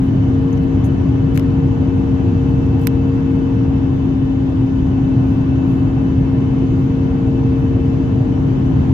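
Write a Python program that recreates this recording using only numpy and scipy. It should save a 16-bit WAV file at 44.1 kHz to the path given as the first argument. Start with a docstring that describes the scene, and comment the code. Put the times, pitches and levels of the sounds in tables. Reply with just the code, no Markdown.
"""Turbulent airflow over an airliner's hull rumbles, roars and hisses in the cabin: shaped noise at two ports.
Engines add a hum and a drone beating from port to port; both rise briefly in pitch, then sink. Thin whines,
some in close pairs that beat, are wandering sines; faint air whistles are narrow bands of noise.
Fingers tick and rub on the hand-held case at the window: short bursts ring its resonances, once strongly
at the right port, and grainy noise strokes give faint brushes, a squeak and a swish."""
import sys
import numpy as np
from scipy import signal
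from scipy.fft import rfft, irfft, next_fast_len
from scipy.io import wavfile
from scipy.ndimage import uniform_filter1d, minimum_filter1d, map_coordinates

SR = 44100
rng = np.random.default_rng(int(sys.argv[2]) if len(sys.argv) > 2 else 0)


def waveform_to_disk(signal):
    """Save audio, clipped to [-1, 1], as 16-bit WAV at the path in sys.argv[1]."""
    frames = np.transpose(np.atleast_2d(signal))
    scaled = np.clip(frames, -1, 1) * 32767
    samples = np.round(scaled).astype(np.int16)
    wavfile.write(sys.argv[1], SR, samples)


N = 393813

# Slow swell of the airflow: [t/s, level/dB]
FLOW_SWELL = [(0, 0), (2.5, 0.5), (4.4, -1), (5.2, 0.3), (8.2, 0), (8.9, 1.5)]
# Spectral shapes of the three airflow noises before scaling to rms 1: [f/Hz, level/dB per Hz]
RUMBLE_SPECTRUM = [(10, -70), (22, -30), (30, -21), (45, -10), (65, -3.5), (95, 0), (135, 1), (160, -3),
                   (200, -8), (240, -9), (300, -10), (340, -11), (400, -19), (440, -22), (520, -27),
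                   (700, -70), (1500, -120)]
ROAR_SPECTRUM = [(350, -42), (520, -2.5), (600, 2), (680, -3), (760, 1), (860, -2.5), (1000, -3),
                 (1200, -8), (1600, -11), (2200, -17), (3200, -20.5), (4000, -26.5), (6000, -64),
                 (8000, -90)]
HISS_SPECTRUM = [(3000, -29), (4000, -1.5), (4600, 1), (5300, -2), (6250, -1.5), (7000, -5.5), (8000, -14),
                 (9000, -17.5), (10500, -17.5), (12000, -18.5), (13000, -22), (15500, -24)]
# Correlation of the airflow noise between the ports: [f/Hz, correlation from -1 to 1]
PORT_CORRELATION = [(40, .995), (90, .97), (150, .9), (330, .84), (430, .45), (500, .19), (630, .49),
                    (760, .45), (900, .32), (1150, 0), (1450, -.45), (1800, -.28), (2500, .16), (5000, 0)]
# Level difference of the airflow noise between the ports: [f/Hz, left-right level/dB]
PORT_LEAN = [(40, 0.5), (170, 0), (300, 2.5), (450, 2), (700, 1.6), (1000, 3.5), (1300, 1.5), (2000, 1.6),
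             (3000, 2.5), (4500, 1), (6200, 8.5), (8000, 7.0), (12000, -1.3)]
RUMBLE_DB, ROAR_DB, HISS_DB = -15.5, -36, -57.5  # rms levels before the swell

# Engine hum: [t/s, f/Hz, left level/dB, right level/dB]
ENGINE_HUM = [(0, 266.6, -15.5, -19), (.3, 267, -16.5, -21), (1.1, 269.7, -17, -24), (1.6, 269.6, -17, -24),
              (2.2, 268.8, -16.3, -22.5), (3.9, 268.7, -16, -20.5), (4.7, 267.1, -16.5, -20.5),
              (5.3, 266.5, -16.3, -20), (7.5, 266.2, -17, -21), (8.3, 265.7, -18.5, -24),
              (8.93, 265.4, -17, -22.5)]
# Phase gap between the drones of the two engines: [t/s, gap/turns]
DRONE_SLIP = [(0, -.2), (.25, 0), (.7, .64), (1, .82), (1.15, 1), (1.5, 1.13), (2.7, 1.16), (3.75, 1.67),
              (4.3, 1.9), (5.8, 1.94), (6.8, 2.1), (7.7, 2.45), (8.3, 2.67), (8.93, 2.97)]
# Thin whines, levels before their wander: [f/Hz, left level/dB, right level/dB, left phase lead/rad]
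WHINE_LINES = [(1485.8, -53.5, -60, -2), (1493.9, -66.5, -59.5, 3.5), (1761.7, -63.5, -57.5, 2.5),
               (1768.4, -64.5, -62.5, 0), (2145.2, -62, -72, 0.6), (2643.2, -57.5, -64, 0.5),
               (2654, -56.5, -60.5, 1.2), (2971.6, -60.5, -71.5, 2.3), (3524.7, -62, -63, 3.5)]
HUM_LEAD = 0.15  # rad, left before right
DRONE_RATIO = 1.7153  # drone frequency over hum frequency
DRONE_DB = (-27.5, -30)  # left and right level at the fullest point of the beat
DRONE_LEAD = -0.8  # rad, left before right, apart from the sign of the beat
RIGHT_GAP = 0.67  # turns from which the phase gap is taken at the right port

# Air whistles: [f/Hz, width/Hz, level/dB midway between the ports, left-right level/dB]
WHISTLE_BANDS = [(2993, 70, -57, 5), (4400, 40, -73.5, 1), (4660, 44, -73, 7), (1360, 20, -65.5, 4.5),
                 (507, 6.5, -52.5, 0)]

# Ticks on the case, levels of their high modes: [t/s at the end of the rise, left level/dB, right level/dB]
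CASE_TICKS = [(.529, -53.5, -59.5), (.5752, -53.5, -64.5), (.634, -52, -55), (.842, -52, -50.5),
              (1.3457, -46, -45), (1.356, -40, -48), (1.3626, -41, -41.5), (1.3753, -25.5, -31),
              (1.3953, -35.5, -50), (2.7957, -51, -45), (2.836, -62.5, -40.5), (2.8712, -59, -6.5),
              (2.8749, -70.5, -20.5), (2.9619, -62, -55)]
# Resonances of the case, five low ones and then the high ones: [f/Hz, width/Hz, level/dB]
CASE_MODES = [(1250, 700, -2), (2200, 800, 0), (3300, 1000, -3), (4700, 1500, -6), (6300, 1500, -9),
              (8400, 1800, -10), (11900, 1500, 0), (14300, 1800, -3)]
LOW_MODES = 5
LOW_DB = (9, 0.5)  # low modes over the high ones, left and right
TICK_RISE_MS = 0.9
FAINT_DB, FAINT_T60_MS = -50, (26, 12)  # a faint tick; its 60 dB decay time before ringing, left and right
DRYING = 0.3  # dB by which the decay time shrinks for each dB above a faint tick

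# Skin sliding over the case, levels before the fade: [t/s, length/s, left level/dB, right level/dB]
FINGER_RUBS = [(0, .12, -63, -59.5), (0.42, .012, -60, -63.5), (0.515, .025, -59, -63),
               (0.616, .059, -64, -63.5), (0.789, .03, -68, -64), (0.839, .037, -52, -53),
               (1.347, .067, -55, -59), (2.486, .035, -62, -62.5), (2.807, .037, -75, -49),
               (2.846, .019, -85, -46), (2.889, .23, -84, -69), (3.302, .08, -85, -63.5),
               (4.721, .26, -71, -69.5), (5.239, .19, -64.5, -63.5), (5.636, .23, -64.5, -62),
               (6.748, .2, -70, -65.5), (7.573, .056, -62.5, -64.5)]
# Narrow noise bands: 6 kHz ring of two ticks, one squeak of three partials, a faint swish;
# levels before the fade: [t/s, length/s, f/Hz, left level/dB]
NARROW_STROKES = [(0.526, 0.013, 6300, -45), (0.571, .012, 6000, -46), (.838, .036, 6460, -48),
                  (0.837, .051, 9350, -53), (.841, .041, 12180, -57), (3.52, .2, 5650, -58),
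                  (3.722, 0.19, 5450, -63)]
NARROW_WIDTH_HZ, NARROW_PAN_DB = 600, 12  # width of the bell; left over right
LIGHT_DB, LIGHT_HZ = -65, 9600  # a light stroke and the lower edge of its spectrum
REACH_HZ_PER_DB, FIRM_HZ = 420, 3800  # a firmer stroke reaches lower, down to FIRM_HZ
FIDGET_DB, FIDGET_S = -75.5, 0.07  # faintest chance stroke of the resting hand; scale of its length

TOP_HZ = 15850  # upper band limit


def airflow():
    """Turbulent pressure on the hull: a deep rumble, a roar through the wall and the hiss of the vents."""
    rumble = amp(RUMBLE_DB) * rush(RUMBLE_SPECTRUM, patchy_db=0)
    roar = amp(ROAR_DB) * rush(ROAR_SPECTRUM, patchy_db=0.78)
    hiss = amp(HISS_DB) * rush(HISS_SPECTRUM, patchy_db=1.35)
    swell_db, = curves(FLOW_SWELL)
    return amp(swell_db) * (rumble + roar + hiss)


def rush(spectrum, patchy_db):
    """Partial coherence: mixing two independent noises sets how alike the ports are at each frequency."""
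    z = signal.stft(rng.standard_normal((2, N)), nperseg=512)[2]
    # Smoothing over frequency, then time, makes patches of random gain
    patches = uniform_filter1d(rng.standard_normal(z.shape[1:]), size=6, axis=0)
    patches = uniform_filter1d(patches, size=14, axis=1)
    pair = signal.istft(z * amp(patchy_db * unit(patches)), nperseg=512)[1][:, :N]

    def mid_side(hz):
        # The cosine of twice this angle is the correlation
        angle = np.arccos(np.clip(along(PORT_CORRELATION, hz), -1, 1)) / 2
        return amp(along(spectrum, hz)) * [np.cos(angle), np.sin(angle)]

    mid, side = filtered(pair, mid_side)
    ports = np.array([mid + side, mid - side])
    return unit(filtered(ports, lambda hz: sides(along(PORT_LEAN, hz))))


def engines():
    """Superposition of tones: a hum, two engines' drones beating as their phases slip, and thin whines."""
    hum_hz, *hum_db = curves(ENGINE_HUM)
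    gap, = curves(DRONE_SLIP)
    out = amp(hum_db) * tone(hum_hz, HUM_LEAD, waver=0.064)

    beat = np.sin(np.pi * np.array([gap, RIGHT_GAP - gap]))
    drone = tone(DRONE_RATIO * hum_hz, DRONE_LEAD, waver=0.1)
    out += amp(DRONE_DB)[:, None] * beat * drone

    for hz, left_db, right_db, lead in WHINE_LINES:
        level_db = [[left_db], [right_db]] + 3.2 * wobble(1.4)
        out += amp(level_db) * tone(hz, lead, waver=0.55)
    return out


def tone(hz, lead, waver):
    """Phase modulation: a stereo sine of rms 1 whose phase wanders; lead and waver in rad."""
    phase = 2 * np.pi * np.cumsum(hz * np.ones(N)) / SR
    phase += waver * wobble(6) + rng.uniform(0, 2 * np.pi)
    return np.sqrt(2) * np.sin(phase + np.array([[lead / 2], [-lead / 2]]))


def whistles():
    """Narrow-band noise: air whistles as bands of noise that are uncorrelated at the two ports."""
    out = np.zeros((2, N))
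    for hz, width, db, pan_db in WHISTLE_BANDS:
        noise = unit(filtered(rng.standard_normal((2, N)), band(hz, width)))
        out += amp(db) * sides(pan_db)[:, None] * noise
    return out


def ticks():
    """Impulsive excitation: a short burst swells, dies and rings the low and high modes of the case."""
    out = np.zeros((2, N + SR))
    ms = np.arange(SR // 10) / SR * 1000
    for s, left_db, right_db in CASE_TICKS:
        # A harder tick is drier
        hardness_db = max(left_db, right_db) - FAINT_DB
        t60 = np.c_[FAINT_T60_MS].T * amp(-DRYING * hardness_db)
        swell = (ms / TICK_RISE_MS) ** 2
        decay = amp(-60 * (ms - TICK_RISE_MS) / t60)
        shape = np.where(ms < TICK_RISE_MS, swell, decay)
        burst = shape * rng.choice([-1, 1], (2, len(ms)))
        low = same_energy(filtered(burst, ringing(CASE_MODES[:LOW_MODES])), shape)
        high = same_energy(filtered(burst, ringing(CASE_MODES[LOW_MODES:])), shape)
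        tick = amp([[left_db], [right_db]]) * (high + amp(LOW_DB)[:, None] * low)
        out[:, round((s - TICK_RISE_MS / 1000) * SR):][:, :len(ms)] += tick
    return out[:, :N]


def ringing(modes):
    """Modal superposition: second-order resonances summed with alternating sign."""
    def response(f):
        total = 0
        for k, (centre, width, db) in enumerate(modes):
            resonance = 1j * f * width / (centre * centre - f * f + 1j * f * width)
            total = total + (-1) ** k * amp(db) * resonance
        return total
    return response


def same_energy(x, shape):
    """Energy scaling: each port of x receives the energy of its envelope."""
    wanted = np.linalg.norm(shape, axis=1, keepdims=True)
    return x * wanted / np.linalg.norm(x, axis=1, keepdims=True)


def rubbing():
    """Sliding friction: bright noise brushes, and narrow bands for the ring of two ticks, a squeak and a swish."""
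    out = np.zeros((2, N + SR))
    for s, length, left_db, right_db in FINGER_RUBS + fidgets(count=8):
        firmness_db = max(left_db, right_db) - LIGHT_DB
        low_hz = np.clip(LIGHT_HZ - REACH_HZ_PER_DB * firmness_db, FIRM_HZ, 12000)
        bright = lambda f: (f < TOP_HZ) / (1 + (low_hz / (f + 1)) ** 10)
        add(out, s, length, left_db, right_db, bright, onset=0.25)
    for s, length, hz, db in NARROW_STROKES:
        add(out, s, length, db, db - NARROW_PAN_DB, band(hz, NARROW_WIDTH_HZ), onset=0.15)
    return out[:, :N]


def fidgets(count):
    """Random events: faint strokes at chance moments, as rows like those of FINGER_RUBS."""
    return [(when * N / SR, FIDGET_S * (0.3 + long), FIDGET_DB + 4 * left, FIDGET_DB + 4 * right)
            for when, long, left, right in rng.random((count, 4))]


def add(out, s, length, left_db, right_db, response, onset):
    """Amplitude envelope: grainy filtered noise rises over the onset, a fraction of its length, and fades."""
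    u = np.linspace(0, 1, round(length * SR))
    # Each grain holds one random gain for 100 samples
    grain_db = 2.8 * rng.standard_normal(len(u) // 100 + 1).repeat(100)[:len(u)]
    grains = amp(grain_db) * rng.standard_normal((2, len(u)))
    envelope = np.minimum(u / onset, 1) * (1 - u ** 2)
    stroke = unit(filtered(grains, response)) * envelope
    out[:, max(round(s * SR), 0):][:, :len(u)] += amp([[left_db], [right_db]]) * stroke


def band(hz, width):
    """Gaussian band-pass: a bell whose standard deviation is half the width."""
    return lambda f: np.exp(-0.5 * ((f - hz) / width * 2) ** 2)


def filtered(x, response):
    """Convolution theorem: the spectrum of x times a response of frequency."""
    m = next_fast_len(x.shape[-1] + 8192)
    spectrum = rfft(x, m) * response(np.fft.rfftfreq(m, 1 / SR))
    return irfft(spectrum, m)[..., :x.shape[-1]]


def wobble(rate):
    """Spline interpolation: a smooth random curve with rate knots a second."""
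    knots = rng.standard_normal(int(N * rate / SR) + 4)
    return map_coordinates(knots, [np.arange(N) * rate / SR])


def curves(rows):
    """Linear interpolation: one value per sample for each column after the time."""
    s, *cols = np.transpose(rows)
    return [np.interp(np.arange(N) / SR, s, c) for c in cols]


def along(points, hz):
    """Logarithmic frequency scale: (f/Hz, value) points interpolated on it."""
    f, v = np.transpose(points)
    return np.interp(np.log(hz + 1), np.log(f + 1), v)


def sides(pan_db):
    """Level difference between ports: the left and right gains that give it."""
    return amp(np.array([pan_db / 2, -pan_db / 2]))


def unit(x):
    """Root-mean-square normalisation: x scaled to rms 1."""
    return x / np.sqrt(np.mean(x ** 2) + 1e-20)


def amp(db):
    """Decibel definition: the amplitude gain of a level in dB."""
    return 10 ** (np.asarray(db) / 20)


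def scene():
    """Linear superposition: everything that reaches the two ports."""
    return airflow() + engines() + whistles() + ticks() + rubbing()


def record(dry):
    """Peak limiting: tall bass swells ease the whole level down, then the band limit cuts the top."""
    bass = np.abs(filtered(dry, lambda hz: hz < 600)).max(axis=0)
    needed = np.minimum(1, 0.75 / (bass + 1e-9))
    gain = uniform_filter1d(minimum_filter1d(needed, size=1200), size=1200)
    return filtered(dry * gain, lambda hz: hz < TOP_HZ)


dry = scene()
out = record(dry)
waveform_to_disk(out)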